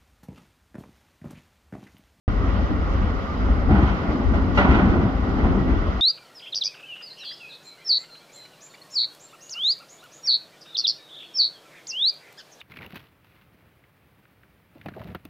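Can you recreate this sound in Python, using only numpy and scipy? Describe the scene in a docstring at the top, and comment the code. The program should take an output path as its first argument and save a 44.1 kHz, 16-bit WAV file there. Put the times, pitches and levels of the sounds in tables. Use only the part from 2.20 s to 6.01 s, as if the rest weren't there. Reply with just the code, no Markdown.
"""Night on a container quay, from a stereo microphone across the water on a moored ship's stern.
Ship engines and generators rumble, drone and roar throughout. From 0.5 s a crane lowers a steel box
into its guides: a few soft thuds, a squeal of rubbing steel, then heavy landings that push the air
near 1.5 s and 2.5 s. One more comes at 3.2 s and the rattling thins out, each blow rolling back
off hull and stacks."""
import sys
import numpy as np
from scipy import signal
from scipy.fft import rfft, irfft, next_fast_len
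from scipy.io import wavfile

SR = 44100
rng = np.random.default_rng(int(sys.argv[2]) if len(sys.argv) > 2 else 0)


def waveform_to_disk(signal):
    """Save audio, clipped to [-1, 1], as 16-bit WAV at the path in sys.argv[1]."""
    frames = np.transpose(np.atleast_2d(signal))
    scaled = np.clip(frames, -1, 1) * 32767
    samples = np.round(scaled).astype(np.int16)
    wavfile.write(sys.argv[1], SR, samples)


N = 168021

# swell of the deep rumble at the stern: t/s, level/dB
RUMBLE_SWELL = [(0.1, -17), (0.12, -20.5), (0.84, -22), (0.88, -19.5), (1.03, -33), (1.32, -19),
                (1.48, -21.5), (1.5, -17.5), (1.99, -33), (2.07, -16.5), (2.38, -23.5), (2.5, -19),
                (2.61, -23.5), (2.7, -18.5), (2.83, -20), (2.88, -28), (3.18, -22.5), (3.21, -26),
                (3.24, -16.5), (3.44, -25.5), (3.53, -18), (3.81, -30)]
# engine-room resonances: f/Hz, width/Hz, relative level/dB
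ENGINE_RESONANCES = [(41, 5.6, -18.5), (53.9, 6, -1), (80.5, 5.1, -9)]
# low drone of machinery and box boom, swelling with each heavy landing: t/s, level/dB
DRONE_AND_BOOM = [(0.25, -29.5), (0.27, -29), (0.54, -28.5), (0.95, -29.5), (0.97, -36.5), (1.21, -27.5),
                  (1.46, -26.5), (1.51, -20), (1.82, -28), (1.88, -25.5), (2.33, -24.5), (2.51, -18),
                  (2.85, -23), (2.94, -31), (3.26, -22), (3.45, -25.5), (3.49, -23), (3.81, -34.5)]
# spectrum of that drone and boom: f/Hz, relative level/dB
DRONE_SPECTRUM = [(80, -24), (110, -9), (140, -6), (200, 1.5), (230, -4), (263, 1), (310, -7), (420, -12.5),
                  (600, -33)]
# spectrum of the harbour's roar from across the water: f/Hz, relative level/dB
ROAR_SPECTRUM = [(200, -10.5), (400, 1.5), (500, 1), (600, 1), (800, -1), (920, -4), (1200, 0.5),
                 (1450, -2), (1700, -11.5), (1950, -6), (2400, -18), (3100, -16), (3500, -20.5),
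                 (4500, -26), (4950, -22.5), (5300, -29), (6000, -32.5), (7000, -41.5), (8000, -52.5),
                 (9000, -56.5)]
# faint generator tones: f/Hz, level/dB
GENERATOR_TONES = [(253, -46), (268, -47), (538, -50), (1190, -56), (1915, -57), (2837, -66), (4047, -71)]
# box hitting its guides: t/s, level/dB, boom/dB, brightness/(dB per octave), attack/s, t60 at 1 kHz/s
BOX_BLOWS = [(.500, -35, 11, -9, .006, 0.14), (0.683, -46, -1, 10, 0.0078, 0.22),
             (1.177, -51, 15, -10, 0.0068, 0.37), (1.298, -50, -0.5, 3.5, .01, .4),
             (1.487, -27, 4.5, -5.5, 0.0052, 0.56), (1.502, -29, 10, 1.5, 0.005, 1),
             (1.545, -25, 3, 0.5, 0.0072, 0.62), (1.576, -28, 6.5, -4, 0.0066, 0.39),
             (1.615, -27, 10, 2.5, 0.0074, 0.29), (1.630, -32.5, 6.5, 4, .005, 0.25),
             (1.649, -28.5, -5.5, 3.5, 0.018, 1), (1.883, -34, 18, -11, 0.0072, 0.4),
             (1.993, -29.5, 9.5, -5, 0.005, 0.37), (2.130, -27.5, 2, -1.5, 0.0076, 0.72),
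             (2.133, -43.5, -8, 9.5, 0.0078, 0.44), (2.334, -34.5, -8.5, 12, .03, 0.33),
             (2.370, -17.5, -9.5, 2.5, 0.0073, 0.66), (2.372, -25.5, -14.5, 6, 0.0033, 0.14),
             (2.384, -22, -10.5, 0, 0.0046, .25), (2.440, -22, -1.5, -0.5, 0.0062, 0.55),
             (2.476, -28.5, 9, 3, 0.012, 1), (2.503, -25.5, -1, 4.5, .005, 0.46),
             (2.538, -23.5, 4.5, 2.5, 0.005, 0.66), (2.583, -24.5, 0.5, -0.5, 0.0048, 1),
             (2.656, -33, 15.5, -0.5, 0.012, 0.79), (2.690, -37, 21, 6.5, 0.0047, 0.42),
             (2.728, -26, 5.5, -4, 0.0053, 0.61), (2.799, -33, 4.5, 1, 0.0089, 1),
             (2.844, -30.5, -3, -8, 0.0072, 0.09), (3.025, -32.5, 9, -4.5, 0.0056, 1),
             (3.170, -27.5, 4, 1.5, 0.018, 0.53), (3.224, -26, 1.5, -0.5, .02, 0.81),
             (3.300, -34.5, 13, -10, .015, 0.79), (3.391, -37.5, 17.5, 2.5, 0.011, 0.23),
             (3.455, -28, 10.5, 3, 0.034, 0.53), (3.738, -61, -4, -11, 0.0068, 0.1),
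             (3.772, -49, 16, 11, 0.013, 0.21)]
# spectrum of the clatter after a blow: f/Hz, relative level/dB
CLATTER_SPECTRUM = [(25, -20), (40, -4), (70, 5), (130, -12), (210, -11), (300, 4.5), (400, -1), (480, -1),
                    (580, 0), (680, 4), (800, 5.5), (900, 1.5), (1000, 3), (1250, -1), (1450, 2.5),
                    (1650, -6.5), (2000, -4), (2600, -13), (3200, -17.5), (4200, -26.5), (6000, -39),
                    (7000, -47.5), (8500, -68), (10000, -65), (15000, -73)]
# modes of the steel box: f/Hz, relative level/dB, t60/s
BOX_MODES = [(68.4, 3.5, 0.27), (115.5, 0, .3), (210.6, 3.5, 0.14), (303.7, 2, 0.13), (365.2, -3.5, 0.22),
             (425.7, -5, .2), (589, -5.5, 0.28), (685, -15, 0.08), (831, -7.5, 0.082), (996, -5.5, 0.2),
             (1198, -10.5, 0.13), (1383, -5, 0.17), (1447, -3.5, 0.12), (1926, -5.5, 0.17),
             (2320, -8.5, .08), (2660, -9, 0.067), (2806, -9.5, .1), (3206, -13.5, 0.056),
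             (4037, -21.5, .07)]
# squeals of rubbing steel: t/s, length/s, f/Hz, peak level/dB
STEEL_SQUEALS = [(1.062, .08, 1190, -35), (1.664, .026, 3225, -43), (1.690, .02, 3190, -48),
                 (1.681, .022, 6150, -62), (1.738, .02, 7200, -69)]
# air pushed by heavy landings: t/s, peak level/dB, f/Hz, length/cycles
AIR_PUSHES = [(1.497, -11, 118, 2), (1.502, -13.5, 298, 6.9), (1.516, -11, 212.7, 11),
              (1.519, -17, 55.6, 1.2), (1.533, -11.5, 109.6, 2), (1.571, -17.5, 204, 3.2),
              (1.585, -14, 312, 5.5), (1.612, -16, 234, 6.4), (1.628, -16.5, 131, 3),
              (2.477, -12.5, 58.6, 3.3), (2.515, -14.5, 331, 7.8), (2.560, -14, 310, 9),
              (2.745, -17.5, 347, 12), (2.838, -13.5, 116.5, 4.5), (3.233, -8, 61.2, 2.3)]
# left-right coherence at the microphone: f/Hz, of the harbour, of the blows
MIC_COHERENCE = [(50, 0.75, 0.84), (168, 0.86, 0.46), (298, 0.92, 1), (520, 0.4, 0.91), (700, 0.5, .8),
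                 (980, .3, 0.4), (1400, 0.62, 0.36), (1570, 0.63, .4), (1852, 0.29, 0.72),
                 (2450, 0.63, 0.75), (2900, 0.12, 0.16), (16000, .2, .2)]
# phase lead of the microphone's left side: f/Hz, for the harbour/rad, for the blows/rad
MIC_PHASE_LEAD = [(50, 0, 0), (780, -0.07, -0.35), (1400, 2, -.5), (1570, 2.5, -2.5), (1850, 2.5, -3),
                  (2580, 0, -2.5), (2750, 0.05, -3.5), (4115, -4.5, -11), (16000, -3.1, -9.5)]
# mismatch of the microphone's two sides: f/Hz, left minus right/dB
MIC_MISMATCH = [(50, 2.5), (200, 2.2), (330, 0), (500, 3), (700, 0), (1000, -2), (1400, -4), (1700, -1),
                (2000, -3), (2700, 3), (3200, -1), (4500, 1), (6000, 7), (8000, 12), (9000, -6),
                (10000, -1), (12000, -7), (16000, -8)]
# spectrum of the microphone's own hiss: f/Hz, relative level/dB
MIC_HISS_SPECTRUM = [(6000, -32), (9000, -21.5), (10000, -5), (12000, -5), (16000, -3)]

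HARBOUR, BLOWS = 1, 2   # columns of MIC_COHERENCE and MIC_PHASE_LEAD
LEFT_RIGHT = np.array([[1], [-1]])
TIME, FFT_SIZE = np.arange(N) / SR, next_fast_len(N)
FREQS = np.arange(FFT_SIZE // 2 + 1) * SR / FFT_SIZE


def from_db(db):
    """Decibels to gain."""
    return 10 ** (np.asarray(db) / 20)


def swell(table):
    """Gain at every sample from rows of t/s, level/dB."""
    return from_db(np.interp(TIME, *np.transpose(table)))


def at_hz(table, hz, column=1):
    """Read a column of a table on a log-frequency axis."""
    rows = np.array(table)
    return np.interp(np.log(hz + 1), np.log(rows[:, 0]), rows[:, column])


def drift(rate_hz):
    """Random wander of spread 1, mostly slower than rate_hz."""
    hop, settle = 40, 2000
    pole = np.exp(-2 * np.pi * rate_hz * hop / SR)
    white = rng.standard_normal(N // hop + settle + 2)
    slow = signal.lfilter([1], [1, -2 * pole, pole ** 2], white)[settle:]
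    return np.interp(np.arange(N) / hop, np.arange(len(slow)), (slow - slow.mean()) / slow.std())


def stereo_noise(gain, source):
    """Spectrum of noise of rms 1, with the source's coherence and phase lead at the microphone."""
    alike = np.clip(at_hz(MIC_COHERENCE, FREQS, source), 0, 1)
    mid, side = rfft(rng.standard_normal((2, FFT_SIZE)))
    pair = gain * (np.sqrt(1 + alike) * mid + np.sqrt(1 - alike) * side * LEFT_RIGHT)
    pair *= np.exp(.5j * at_hz(MIC_PHASE_LEAD, FREQS, source) * LEFT_RIGHT)
    return pair / np.sqrt(np.mean(irfft(pair, FFT_SIZE) ** 2))


def in_bands(spectrum, envelope, low_hz, high_hz):
    """Sum overlapping half-octave bands of a noise, each under its own envelope."""
    out = 0
    for centre in low_hz * 2 ** np.arange(0, np.log2(high_hz / low_hz) + .5, .5):
        share = np.cos(np.pi * np.clip(np.log2((FREQS + 1) / centre), -.5, .5)) ** 2
        out += irfft(spectrum * share, FFT_SIZE)[:, :N] * envelope(centre)
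    return out


def noise_bed(table, flicker_db, low_hz, high_hz):
    """Continuous noise whose bands flicker, partly together."""
    together = .5 * drift(2.6)
    noise = stereo_noise(from_db(at_hz(table, FREQS)), HARBOUR)
    return in_bands(noise, lambda hz: from_db(flicker_db * (together + drift(19))), low_hz, high_hz)


def engine_rumble():
    """Ship engines: deep noise in narrow engine-room resonances over a broad hump."""
    peaks = sum(from_db(db) / (1 + (2 * (FREQS - hz) / width) ** 2)
                for hz, width, db in ENGINE_RESONANCES)
    hump = from_db(-1) / (1 + (FREQS / 95) ** 8) / (1 + (31 / (FREQS + 1)) ** 6)   # 31 to 95 Hz
    return swell(RUMBLE_SWELL) * irfft(stereo_noise(peaks + hump, HARBOUR), FFT_SIZE)[:, :N]


def drone_and_roar():
    """Low drone of machinery and box boom, swelling with each heavy landing, and the harbour's roar."""
    drone = noise_bed(DRONE_SPECTRUM, flicker_db=1.0, low_hz=73.5, high_hz=600)
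    roar = noise_bed(ROAR_SPECTRUM, flicker_db=1.23, low_hz=197, high_hz=9480)
    return swell(DRONE_AND_BOOM) * drone + from_db(-32.5) * roar


def generator_hum(waver_db=4.1, waver_rad=3.0):
    """Generators: faint tones that waver in level and phase."""
    return sum(from_db(db + waver_db * drift(8.2)) * np.sin(2 * np.pi * hz * TIME + waver_rad * drift(2.7))
               for hz, db in GENERATOR_TONES)


def blow_colour_db(hz, boom_db, brightness):
    """A blow's emphasis: a flat boom below 420 Hz, above it a tilt about 1 kHz."""
    return boom_db if hz < 420 else brightness * np.log2(hz / 1000)


def box_clatter():
    """Steel hits steel on the quay: bursts of noise that roll away, the treble dying first."""
    def envelope(hz):
        power = np.zeros(N)
        for onset, db, boom_db, brightness, attack, t60 in BOX_BLOWS:
            start = int(onset * SR)
            t = np.arange(min(N - start, SR)) / SR
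            band_t60 = t60 * (hz / 1000) ** -.23
            level_db = db + blow_colour_db(hz, boom_db, brightness) - 60 * t / band_t60
            rise = 1 - np.exp(-(t / attack) ** 2)
            power[start:start + len(t)] += (rise * from_db(level_db)) ** 2
        return np.sqrt(power)
    noise = stereo_noise(from_db(at_hz(CLATTER_SPECTRUM, FREQS)), BLOWS)
    return in_bands(noise, envelope, low_hz=37.13, high_hz=13000)


def box_ring(hard_blow_db=-22, scatter_db=2.0, detune=.01):
    """The box's modes ring; each blow lands elsewhere, scattering their level and pitch."""
    out = np.zeros((2, N))
    for onset, db, boom_db, brightness, attack, _ in BOX_BLOWS:
        start = int(onset * SR)
        ring_db = db - 1 + .4 * (db - hard_blow_db)   # harder blows ring more
        for hz, mode_db, t60 in BOX_MODES:
            louder, higher = rng.standard_normal(2)
            t = np.arange(min(N - start, int(t60 * SR))) / SR
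            rise = np.sin(.5 * np.pi * np.clip(t / (2 * attack), 0, 1)) ** 2
            level_db = ring_db + mode_db + blow_colour_db(hz, boom_db, brightness) + scatter_db * louder
            lead = .5 * at_hz(MIC_PHASE_LEAD, hz, BLOWS) * LEFT_RIGHT
            tone = np.sin(2 * np.pi * hz * (1 + detune * higher) * t + lead)
            out[:, start:start + len(t)] += rise * from_db(level_db - 60 * t / t60) * tone
    return out


def steel_squeals(waver_hz=10):
    """Steel rubs on steel: brief wavering tones that swell and fade."""
    out = np.zeros(N)
    for onset, length, hz, db in STEEL_SQUEALS:
        start = int(onset * SR)
        t = np.arange(int(length * SR)) / SR
        wobble = np.cumsum(waver_hz * drift(39)[:len(t)]) / SR
        tone = np.sin(2 * np.pi * (hz * t + wobble))
        out[start:start + len(t)] += from_db(db) * np.sin(np.pi * t / length) * tone
    return out


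def air_pushes():
    """Heavy landings push the air: a few cycles of deep pressure, swelling and dying."""
    out = np.zeros(N)
    for onset, db, hz, cycles in AIR_PUSHES:
        start = int(onset * SR)
        turns = np.arange(int(cycles / hz * SR)) * hz / SR
        window = np.sin(np.pi * turns / cycles) ** 2
        out[start:start + len(turns)] += from_db(db) * window * np.cos(2 * np.pi * turns)
    return out


def scene():
    """The quay as heard from the stern, the box slightly to the right."""
    harbour = engine_rumble() + drone_and_roar() + generator_hum()
    box = (box_clatter() + box_ring()) * from_db(-.25 * LEFT_RIGHT)
    return harbour + box + steel_squeals() + air_pushes()


def record(dry, opens_s=.0789, cutoff_hz=15900):
    """The microphone: faint hiss, unequal sides, quick fades in and out, a steep cut at the top."""
    x = dry + from_db(-71) * noise_bed(MIC_HISS_SPECTRUM, flicker_db=0, low_hz=8000, high_hz=15640)
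    hz = np.arange(N + 1) * SR / (2 * N)
    mismatch = from_db(at_hz(MIC_MISMATCH, hz) / 2 * LEFT_RIGHT)
    mirrored = np.hstack([x, x[:, ::-1]])   # keeps the end from wrapping into the start
    x = irfft(rfft(mirrored) * mismatch)[:, :N]
    fade_in = np.clip((TIME - opens_s) / .0006, 0, 1)
    fade_out = np.clip(TIME[::-1] / .004, 0, 1)
    lowpass = signal.cheby2(24, 70, cutoff_hz, fs=SR, output="sos")
    return signal.sosfilt(lowpass, x * fade_in * fade_out)


dry = scene()
out = record(dry)
waveform_to_disk(out)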